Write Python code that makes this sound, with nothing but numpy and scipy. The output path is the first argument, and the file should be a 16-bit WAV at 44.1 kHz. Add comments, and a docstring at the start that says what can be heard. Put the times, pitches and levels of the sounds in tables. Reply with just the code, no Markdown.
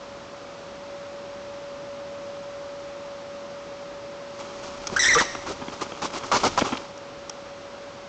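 """A large woodpecker gives one harsh, falling shriek: a yelp, then gliding overtones that roughen and break.
Its wingbeats join a feather whirr, a puff of air and a lingering rustle; three loud ones lead to the nest.
A thud and knocks ring body and wood resonances, claws and twigs scratch and tick, and the plumage stirs.
The pine forest at dawn answers with a thin tail of filtered noise, over electrical hum and steady hiss.
A low rumble swells under the shriek and the loud wingbeats; a fast limiter holds down the peaks."""
import sys
import numpy as np
from scipy import signal
from scipy.fft import rfft, irfft, next_fast_len
from scipy.io import wavfile
from scipy.ndimage import uniform_filter1d, minimum_filter1d

SR = 44100
rng = np.random.default_rng(int(sys.argv[2]) if len(sys.argv) > 2 else 0)


def store_pcm(level_fs):
    """Save levels as 16-bit WAV."""
    pcm = np.round(np.clip(level_fs, -1, 1) * 32767).astype(np.int16)
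    wavfile.write(sys.argv[1], SR, np.atleast_2d(pcm).T)


N = 356724
TIME = np.arange(N) / SR   # seconds

# Colour of the background hiss. Each row: frequency in Hz, relative density in dB per Hz.
BACKGROUND_COLOUR = [(15, -46), (25, -31), (48, -18), (242, -11), (502, -11), (567, -9), (641, -12.5),
                     (1270, -13.5), (1700, -20), (5620, -27), (6990, -32.5), (8500, -45.5), (11000, -84.5),
                     (18700, -120)]
BACKGROUND_DB = -42.5   # rms level
# Wavering electrical tone. Each row: time in seconds, frequency in Hz, rms level in dB.
HUM_TONE = [(0, 565.3, -44.5), (.7, 565.6, -43), (.95, 567.7, -40), (2.3, 567, -37.5), (3.6, 567.5, -39.5),
            (4.7, 566.7, -41), (6.0, 566.7, -44.5), (7.0, 564.4, -43.5), (8.09, 565.5, -44)]
# Mains lines. Each row: frequency in Hz, rms level in dB.
MAINS_LINES = [(50, -76), (100, -67.5)]
# Forest tail: time to decay by 60 dB, and gain.
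FOREST_T60_S, FOREST_DB = 0.79, -12
# Colour of the low rumble. Each row: frequency in Hz, relative density in dB per Hz.
RUMBLE_COLOUR = [(20, 1.5), (45, -4), (90, -1), (180, -13.5), (400, -35.5)]
# Low rumble that swells under the shriek and the loud wingbeats. Each row: time in seconds, rms level in dB.
RUMBLE_LEVEL = [(4.3, -76), (4.95, -48.5), (5.17, -40), (5.26, -52), (6.2, -59), (6.45, -44), (6.9, -70)]

# Thud resonances. Each row: frequency in Hz, width in Hz, relative gain in dB.
THUD_MODES = [(191, 153, 0.5), (274, 123, 5.5)]
# Wood resonances. Each row: frequency in Hz, width in Hz, relative gain in dB.
WOOD_MODES = [(850, 270, 3.5), (1306, 230, 4.5), (2370, 490, -5.5), (3270, 120, 0)]
# Feet and body on bark and nest. Each row: start in seconds, length in seconds, thud in dB, wood in dB.
CONTACT_KNOCKS = [(4.408, 0.0065, -49, -36.5), (5.35, 0.0056, -34, -27.5), (5.615, 0.011, -32.5, -34.5),
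                  (5.68, 0.0054, -29.5, -32), (5.919, 0.0042, -32, -34), (6.233, 0.0059, -38, -32.5),
                  (6.61, 0.0038, -42, -22.5), (6.617, 0.0086, -17, -24), (6.72, .024, -26.5, -29)]
# Claw scratches and twig cracks. Each row: start in seconds, length in seconds, level in dB, centre in Hz.
CLAW_SCRATCHES = [(4.87, 0.0077, -27.5, 5470), (6.727, 0.0043, -48, 3240), (6.771, 0.0078, -34, 2800),
                  (6.974, .008, -47, 5700), (7.2955, 0.0047, -30, 5900)]
SCRATCH_WOOD_DB = -4.5   # ring of the wood relative to the scratch
TICKS_PER_S, TICKS_DB = 70, -3.5   # bits of bark and twig; level relative to the stirring

# Colour of pushed air. Each row: frequency in Hz, relative density in dB per Hz.
AIR_COLOUR = [(25, -17.5), (60, -14), (130, -3), (260, 1.5), (380, 3.5), (600, -7), (1200, -37.5)]
# Colour of feather flutter. Each row: frequency in Hz, relative density in dB per Hz.
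FLUTTER_COLOUR = [(300, -23.5), (560, 0.5), (750, -7.5), (950, -1.5), (1300, 1), (1700, -11.5), (3000, -22)]
# Colour of rubbing feather vanes. Each row: frequency in Hz, relative density in dB per Hz.
VANE_COLOUR = [(700, 0), (1500, -13.5), (2200, 6), (3200, 3), (4600, 5), (6200, 4), (7300, -0.5),
               (8000, -33.5), (8700, -22)]
# Stirring of the plumage between strokes. Each row: time in seconds, level in dB.
STIR_LEVEL = [(4.2, -58), (4.45, -46), (4.85, -43.5), (5.16, -31.5), (5.28, -44.5), (5.95, -44.5),
              (6.30, -43.5), (6.41, -32.5), (6.565, -39.5), (6.60, -32.5), (6.76, -39.5), (6.95, -58)]
STIR_HISS_DB = -5.5   # relative to the stirring
# Wing strokes. Each row: start in seconds, length in seconds, strength in dB, pushed air in dB.
WING_STROKES = [(4.384, 0.033, -39.5, -60), (4.625, 0.063, -39.5, -53), (4.919, .025, -36, -32),
                (5.201, 0.025, -21.5, -31), (5.462, 0.066, -33, -33.5), (5.718, 0.027, -39, -44),
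                (5.809, 0.026, -28, -33), (6.017, 0.05, -26, -34.5), (6.129, 0.057, -31, -38.5),
                (6.23, .045, -36, -41.5), (6.315, 0.06, -14, -26), (6.4327, 0.044, -16, -18),
                (6.575, 0.018, -13.5, -26), (6.643, 0.04, -30.5, -32)]
FULL_STROKE_DB = -15   # strength of a full-power stroke; the next two settings hold for it
STROKE_RISE_S, STROKE_HISS_DB = 0.003, -24.5
# Weaker strokes start more softly and keep more of their hiss (dB per dB of strength).
RISE_FOLLOWS, HISS_FOLLOWS = 0.41, 0.87
HISS_GROWTH_DB, FLUTTER_SAG_DB_PER_S = 2.5, 84.5   # hiss grows over a stroke while the flutter sags

# Resonances of throat and open bill. Each row: frequency in Hz, width in Hz, relative gain in dB.
THROAT_MODES = [(1850, 400, 0), (3550, 590, -2), (4900, 300, -9.5), (5960, 600, -15.5), (7200, 890, 20)]
# Strength of an overtone by where it falls. Each row: frequency in Hz, relative level in dB.
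OVERTONE_WEIGHTS = [(1000, 1), (2700, -4), (3800, -4.5), (4600, -8.5), (5800, 1), (6700, -10),
                    (7600, -11.5), (8400, -19.5)]
# Opening yelp. Each row: time in seconds, pitch in Hz, fundamental in dB, overtones in dB.
YELP_CURVE = [(4.962, 1316, -19, -34), (4.970, 1590, -12.5, -26.5), (4.974, 1610, -30, -39),
              (4.988, 1450, -23.5, -46.5)]
# The shriek sags, is pushed up again, then breaks downward twice.
# Each row: time in seconds, pitch in Hz, fundamental in dB, overtones in dB.
CRY_CURVE = [(4.992, 1921, -17, -22), (4.998, 1989, -19, -20), (5.019, 1879, -33.5, -29),
             (5.022, 1974, -24.5, -26), (5.044, 1719, -20.5, -20.5), (5.060, 1893, -13, -21.5),
             (5.085, 1853, -27, -28.5), (5.089, 2117, -11.5, -22), (5.130, 1784, -22, -33),
             (5.133, 1985, -11, -29), (5.145, 1905, -24.5, -14.5), (5.153, 1211, -14, -31),
             (5.167, 1141, -17.5, -33), (5.182, 1453, -23.5, -38), (5.188, 1916, -18, -21),
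             (5.200, 1830, -17.5, -26.5), (5.209, 1000, -21.5, -32.5), (5.229, 902, -30, -33.5)]
# The other side of the syrinx croaks low in the first break.
# Each row: time in seconds, pitch in Hz, fundamental in dB, overtones in dB.
LOW_VOICE_CURVE = [(5.158, 509, -18.5, -43), (5.168, 458, -19, -34), (5.187, 482, -21.5, -33)]
# Harshness of the shriek. Each row: time in seconds, roughness from 0 to 1.
ROUGHNESS = [(4.997, 0.37), (5.015, 0.73), (5.07, .7), (5.135, .3), (5.16, 0.49), (5.22, 0.72)]
# Reflections from trunk and nest. Each row: delay in seconds, gain in dB.
NEAR_REFLECTIONS = [(.0023, -19.5), (.0061, -13.5), (0.0118, -11.5)]


def from_db(db):
    """Amplitude gain is ten to the power of a twentieth of the decibels."""
    return 10 ** (np.asarray(db) / 20)


def rms_one(x):
    """Division by the root mean square normalises the effective amplitude to 1."""
    return x / np.sqrt(np.mean(x ** 2) + 1e-20)


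def in_time(rows):
    """Linear interpolation gives each column of a curve at every sample."""
    s, *columns = np.transpose(rows)
    return [np.interp(TIME, s, c) for c in columns]


def add(out, s, sound):
    """Superposition: a sound starting at s seconds adds to the mix."""
    at = round(s * SR)
    out[at:at + len(sound)] += sound[:N - at]


def noise(spectrum, size):
    """Spectral shaping: white noise weighted bin by bin takes on a colour; rms 1."""
    hz, db = np.transpose(spectrum)
    bins = np.maximum(np.arange(size // 2 + 1) * SR / size, 1)
    gain = from_db(np.interp(np.log(bins), np.log(hz), db, left=db[0] - 10, right=-100))
    return rms_one(irfft(rfft(rng.standard_normal(size)) * gain, size))


def wobble(rate_hz, size):
    """Low-pass filtering: a double pole turns white noise into smooth random motion; rms 1."""
    r = np.exp(-2 * np.pi * rate_hz / SR)
    push = rng.standard_normal(size + SR // 10)   # the extra start lets the filter settle
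    return rms_one(signal.lfilter([1], [1, -2 * r, r * r], push)[-size:])


def resonate(x, modes):
    """Modal resonance: parallel two-pole filters with alternating signs ring at their own frequencies."""
    out = 0
    for k, (hz, width, db) in enumerate(modes):
        r = np.exp(-np.pi * width / SR)
        poles = [1, -2 * r * np.cos(2 * np.pi * hz / SR), r * r]
        gain = (-1) ** k * from_db(db) * (1 - r * r) / 2
        out = out + gain * signal.lfilter([1, 0, -1], poles, x)
    return out


def swell(t, length, rise, fall):
    """Envelope: a sine rise, a hold, and an exponential decay that begins one fall time before the end."""
    attack = np.sin(np.pi / 2 * np.minimum(t / rise, 1))
    return attack * np.exp(-np.maximum(t - length + fall, 0) / fall)


def background_hiss():
    """Stationary noise: a constant random signal with a fixed spectrum."""
    return from_db(BACKGROUND_DB) * noise(BACKGROUND_COLOUR, N)


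def hum(waver=0.0017):
    """Frequency modulation: one electrical tone wavers slightly over faint, steady mains lines."""
    hz, db = in_time(HUM_TONE)
    phase = 2 * np.pi * np.cumsum(hz * (1 + waver * wobble(9.7, N))) / SR
    mains = sum(from_db(level) * np.sin(2 * np.pi * f * TIME) for f, level in MAINS_LINES)
    return np.sqrt(2) * (from_db(db) * np.sin(phase) + mains)


def forest(x, first_echo_s=0.008, lowest_hz=1900, highest_hz=7500):
    """Scattering: trunks and crowns return the higher tones as a thin tail of decaying random echoes."""
    t = TIME[:int(1.5 * SR)]
    decay = from_db(-60 * t / FOREST_T60_S)
    echoes = rng.standard_normal(len(t)) * decay * (1 - np.exp(-t / first_echo_s))
    echoes = echoes / np.sqrt(np.sum(echoes ** 2))
    band = signal.butter(2, [lowest_hz, highest_hz], "band", fs=SR, output="sos")
    return signal.fftconvolve(x, signal.sosfilt(band, echoes))[:N]


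def low_rumble():
    """Shaped noise: a low rumble follows a level curve."""
    return from_db(in_time(RUMBLE_LEVEL)[0]) * noise(RUMBLE_COLOUR, next_fast_len(N))[:N]


def twigs(spread_db=5):
    """Impulse excitation: random ticks of uneven size ring the resonances of bark and twig; rms 1."""
    sizes = from_db(spread_db * np.minimum(rng.exponential(1, N), 2)) * rng.choice([-1, 1], N)
    clicks = sizes * (rng.random(N) < TICKS_PER_S / SR) + 1e-18
    return rms_one(resonate(clicks, WOOD_MODES) + resonate(clicks, THUD_MODES))


def slips(length, clicks_per_s=5000):
    """Stick-slip friction: a brief crowd of tiny impulses, then silence to ring into."""
    size = int(length * SR)
    clicks = rng.standard_normal(size) * (rng.random(size) < clicks_per_s / SR)
    return np.pad(clicks, (0, SR // 20))


def at_level(ring, length, db):
    """Energy equivalence: a ring carries the energy of a steady sound of this level and length."""
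    return from_db(db) * rms_one(ring) * np.sqrt(length * SR / len(ring))


def contacts(scratch_width_hz=2600, scratch_top_hz=7200):
    """Forced resonance: knocks shake nest and wood; scratches rasp in their own band and ring the wood."""
    out = np.zeros(N)
    for s, length, thud_db, wood_db in CONTACT_KNOCKS:
        push = slips(length)
        add(out, s, at_level(resonate(push, THUD_MODES), length, thud_db))
        add(out, s, at_level(resonate(push, WOOD_MODES), length, wood_db))
    top = signal.butter(6, scratch_top_hz, fs=SR, output="sos")
    for s, length, db, hz in CLAW_SCRATCHES:
        push, claw = slips(length), [(hz, scratch_width_hz, 0)]
        rasp = signal.sosfilt(top, resonate(resonate(push, claw), claw))
        add(out, s, at_level(rasp, length, db))
        add(out, s, at_level(resonate(push, WOOD_MODES), length, db + SCRATCH_WOOD_DB))
    return out


def crackle(size, per_s):
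    """Impulse noise: barbs snap past each other in random, uneven, band-limited clicks; rms 1."""
    clicks = rng.standard_normal(size) * (rng.random(size) < per_s / SR)
    band = signal.butter(2, [1500, 6500], "band", fs=SR, output="sos")
    return rms_one(signal.sosfilt(band, clicks))


def rustle(size, grain_db=-0.5, crackle_db=-4, snaps_per_s=600):
    """Friction noise: feather vanes rub as an uneven hiss and slip in small jerks."""
    rub = rms_one(noise(VANE_COLOUR, size) * from_db(grain_db * wobble(300, size)))
    return rub + from_db(crackle_db) * crackle(size, snaps_per_s)


def flutter(size, flutter_hz=950, flutter_jitter=0.2, whirr_share=0.36, uneven_db=2.0):
    """Aeroelastic flutter: flight feathers whirr as an unsteady tone mixed with noise; rms 1."""
    hz = flutter_hz * (1 + flutter_jitter * wobble(243, size))
    whirr = np.sqrt(2) * np.sin(2 * np.pi * np.cumsum(hz) / SR)
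    # the share divides power between tone and noise
    mix = np.sqrt(whirr_share) * whirr + np.sqrt(1 - whirr_share) * noise(FLUTTER_COLOUR, size)
    return rms_one(mix * from_db(uneven_db * wobble(120, size)))


def plumage(flutter_db=-2, air_db=-4):
    """Amplitude modulation: the bird's stirring sets the level of feather noise and shifting twigs."""
    size = next_fast_len(N)
    feathers = from_db(flutter_db) * flutter(size) + from_db(STIR_HISS_DB) * rustle(size)
    feathers = feathers + from_db(air_db) * noise(AIR_COLOUR, size)
    return from_db(in_time(STIR_LEVEL)[0]) * (feathers[:N] + from_db(TICKS_DB) * twigs())


def wings(air_rise_share=.4):
    """Unsteady flow: each stroke starts with flutter, builds up a puff and ends in a lingering rustle."""
    out = np.zeros(N)
    for s, length, db, air_db in WING_STROKES:
        size = next_fast_len(int((length + .1) * SR))
        t = np.arange(size) / SR
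        progress, force_db = np.minimum(t / length, 1), db - FULL_STROKE_DB
        rise = STROKE_RISE_S * from_db(-RISE_FOLLOWS * force_db)
        whirr = from_db(db - FLUTTER_SAG_DB_PER_S * t) * flutter(size) * swell(t, length, rise, fall=0.0039)
        puff = from_db(air_db) * noise(AIR_COLOUR, size)
        puff = puff * swell(t, length, air_rise_share * length, fall=0.0064)
        hiss_db = STROKE_HISS_DB + HISS_FOLLOWS * force_db + HISS_GROWTH_DB * (progress - 1)
        hiss = from_db(hiss_db) * rustle(size) * swell(t, length + 0.006, rise, fall=0.01)
        add(out, s, whirr + puff + hiss)
    return out


def voice(hz, first_db, overtones_db, rough, jitter=.022, shimmer=0.73, rasp_db=-7,
          rattle_hz=135, rattle_depth=0.56, warble_hz=330, warble_radians=0.56):
    """Self-oscillation: the syrinx gives six harmonics; roughness adds jitter, warble, rattle and rasp."""
    size = len(hz)
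    t = np.arange(size) / SR
    phase = 2 * np.pi * np.cumsum(hz * (1 + jitter * rough * wobble(330, size))) / SR
    # a fast, unsteady warble splits the overtones into side tones
    phase = phase + warble_radians * rough * np.sin(2 * np.pi * warble_hz * t + wobble(60, size))
    tone = 0
    for k in range(1, 7):
        db = first_db
        if k > 1:
            db = overtones_db + np.interp(k * hz, *np.transpose(OVERTONE_WEIGHTS))
        unsteady = 1 + shimmer * rough * wobble(160, size)
        tone = tone + np.sqrt(2) * from_db(db) * np.sin(k * phase) * unsteady
    # breath noise pulses in step with each cycle
    breath = rng.standard_normal(size) * (1 + np.sin(phase))
    rasp = from_db(overtones_db + rasp_db) * rough * rms_one(resonate(breath, THROAT_MODES))
    # the membranes catch and slacken in quick turns
    rattle = 1 + rattle_depth * rough * np.sin(2 * np.pi * rattle_hz * t)
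    fade = np.minimum(np.minimum(t, t[-1] - t) / .0015, 1)
    return (tone + rasp) * rattle * fade


def shriek():
    """Two-voice phonation: a yelp, then a cry joined by a low voice as it breaks; nearby wood reflects it."""
    direct, rough = np.zeros(N), in_time(ROUGHNESS)
    for curve in YELP_CURVE, CRY_CURVE, LOW_VOICE_CURVE:
        sounding = (TIME >= curve[0][0]) & (TIME < curve[-1][0])
        direct[sounding] += voice(*[control[sounding] for control in in_time(curve) + rough])
    out = direct.copy()
    for delay, db in NEAR_REFLECTIONS:
        add(out, delay, from_db(db) * direct)
    return out


def scene(wing_echo_db=-9):
    """Superposition: the bird close by, the forest behind it, hum and hiss throughout."""
    cry = shriek()
    movement = wings() + plumage() + low_rumble() + contacts()
    tail = from_db(FOREST_DB) * forest(cry + from_db(wing_echo_db) * movement)
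    return (cry + movement + tail + hum() + background_hiss())[None]


def record(dry, ceiling_db=-11.4, release_db_per_s=1500, cutoff_hz=9450):
    """Dynamic range limiting: a fast gain reduction holds the peaks down, then a low-pass cuts the top."""
    over = np.maximum(20 * np.log10(np.abs(dry[0]) + 1e-9) - ceiling_db, 0)
    # the reduction jumps up with a peak and falls back at the release rate
    held = np.maximum.accumulate(over + release_db_per_s * TIME) - release_db_per_s * TIME
    gain = uniform_filter1d(minimum_filter1d(from_db(-held), size=21), size=21)
    top = signal.cheby2(14, 70, cutoff_hz, fs=SR, output="sos")
    return signal.sosfilt(top, dry * gain)


dry = scene()
out = record(dry)
store_pcm(out)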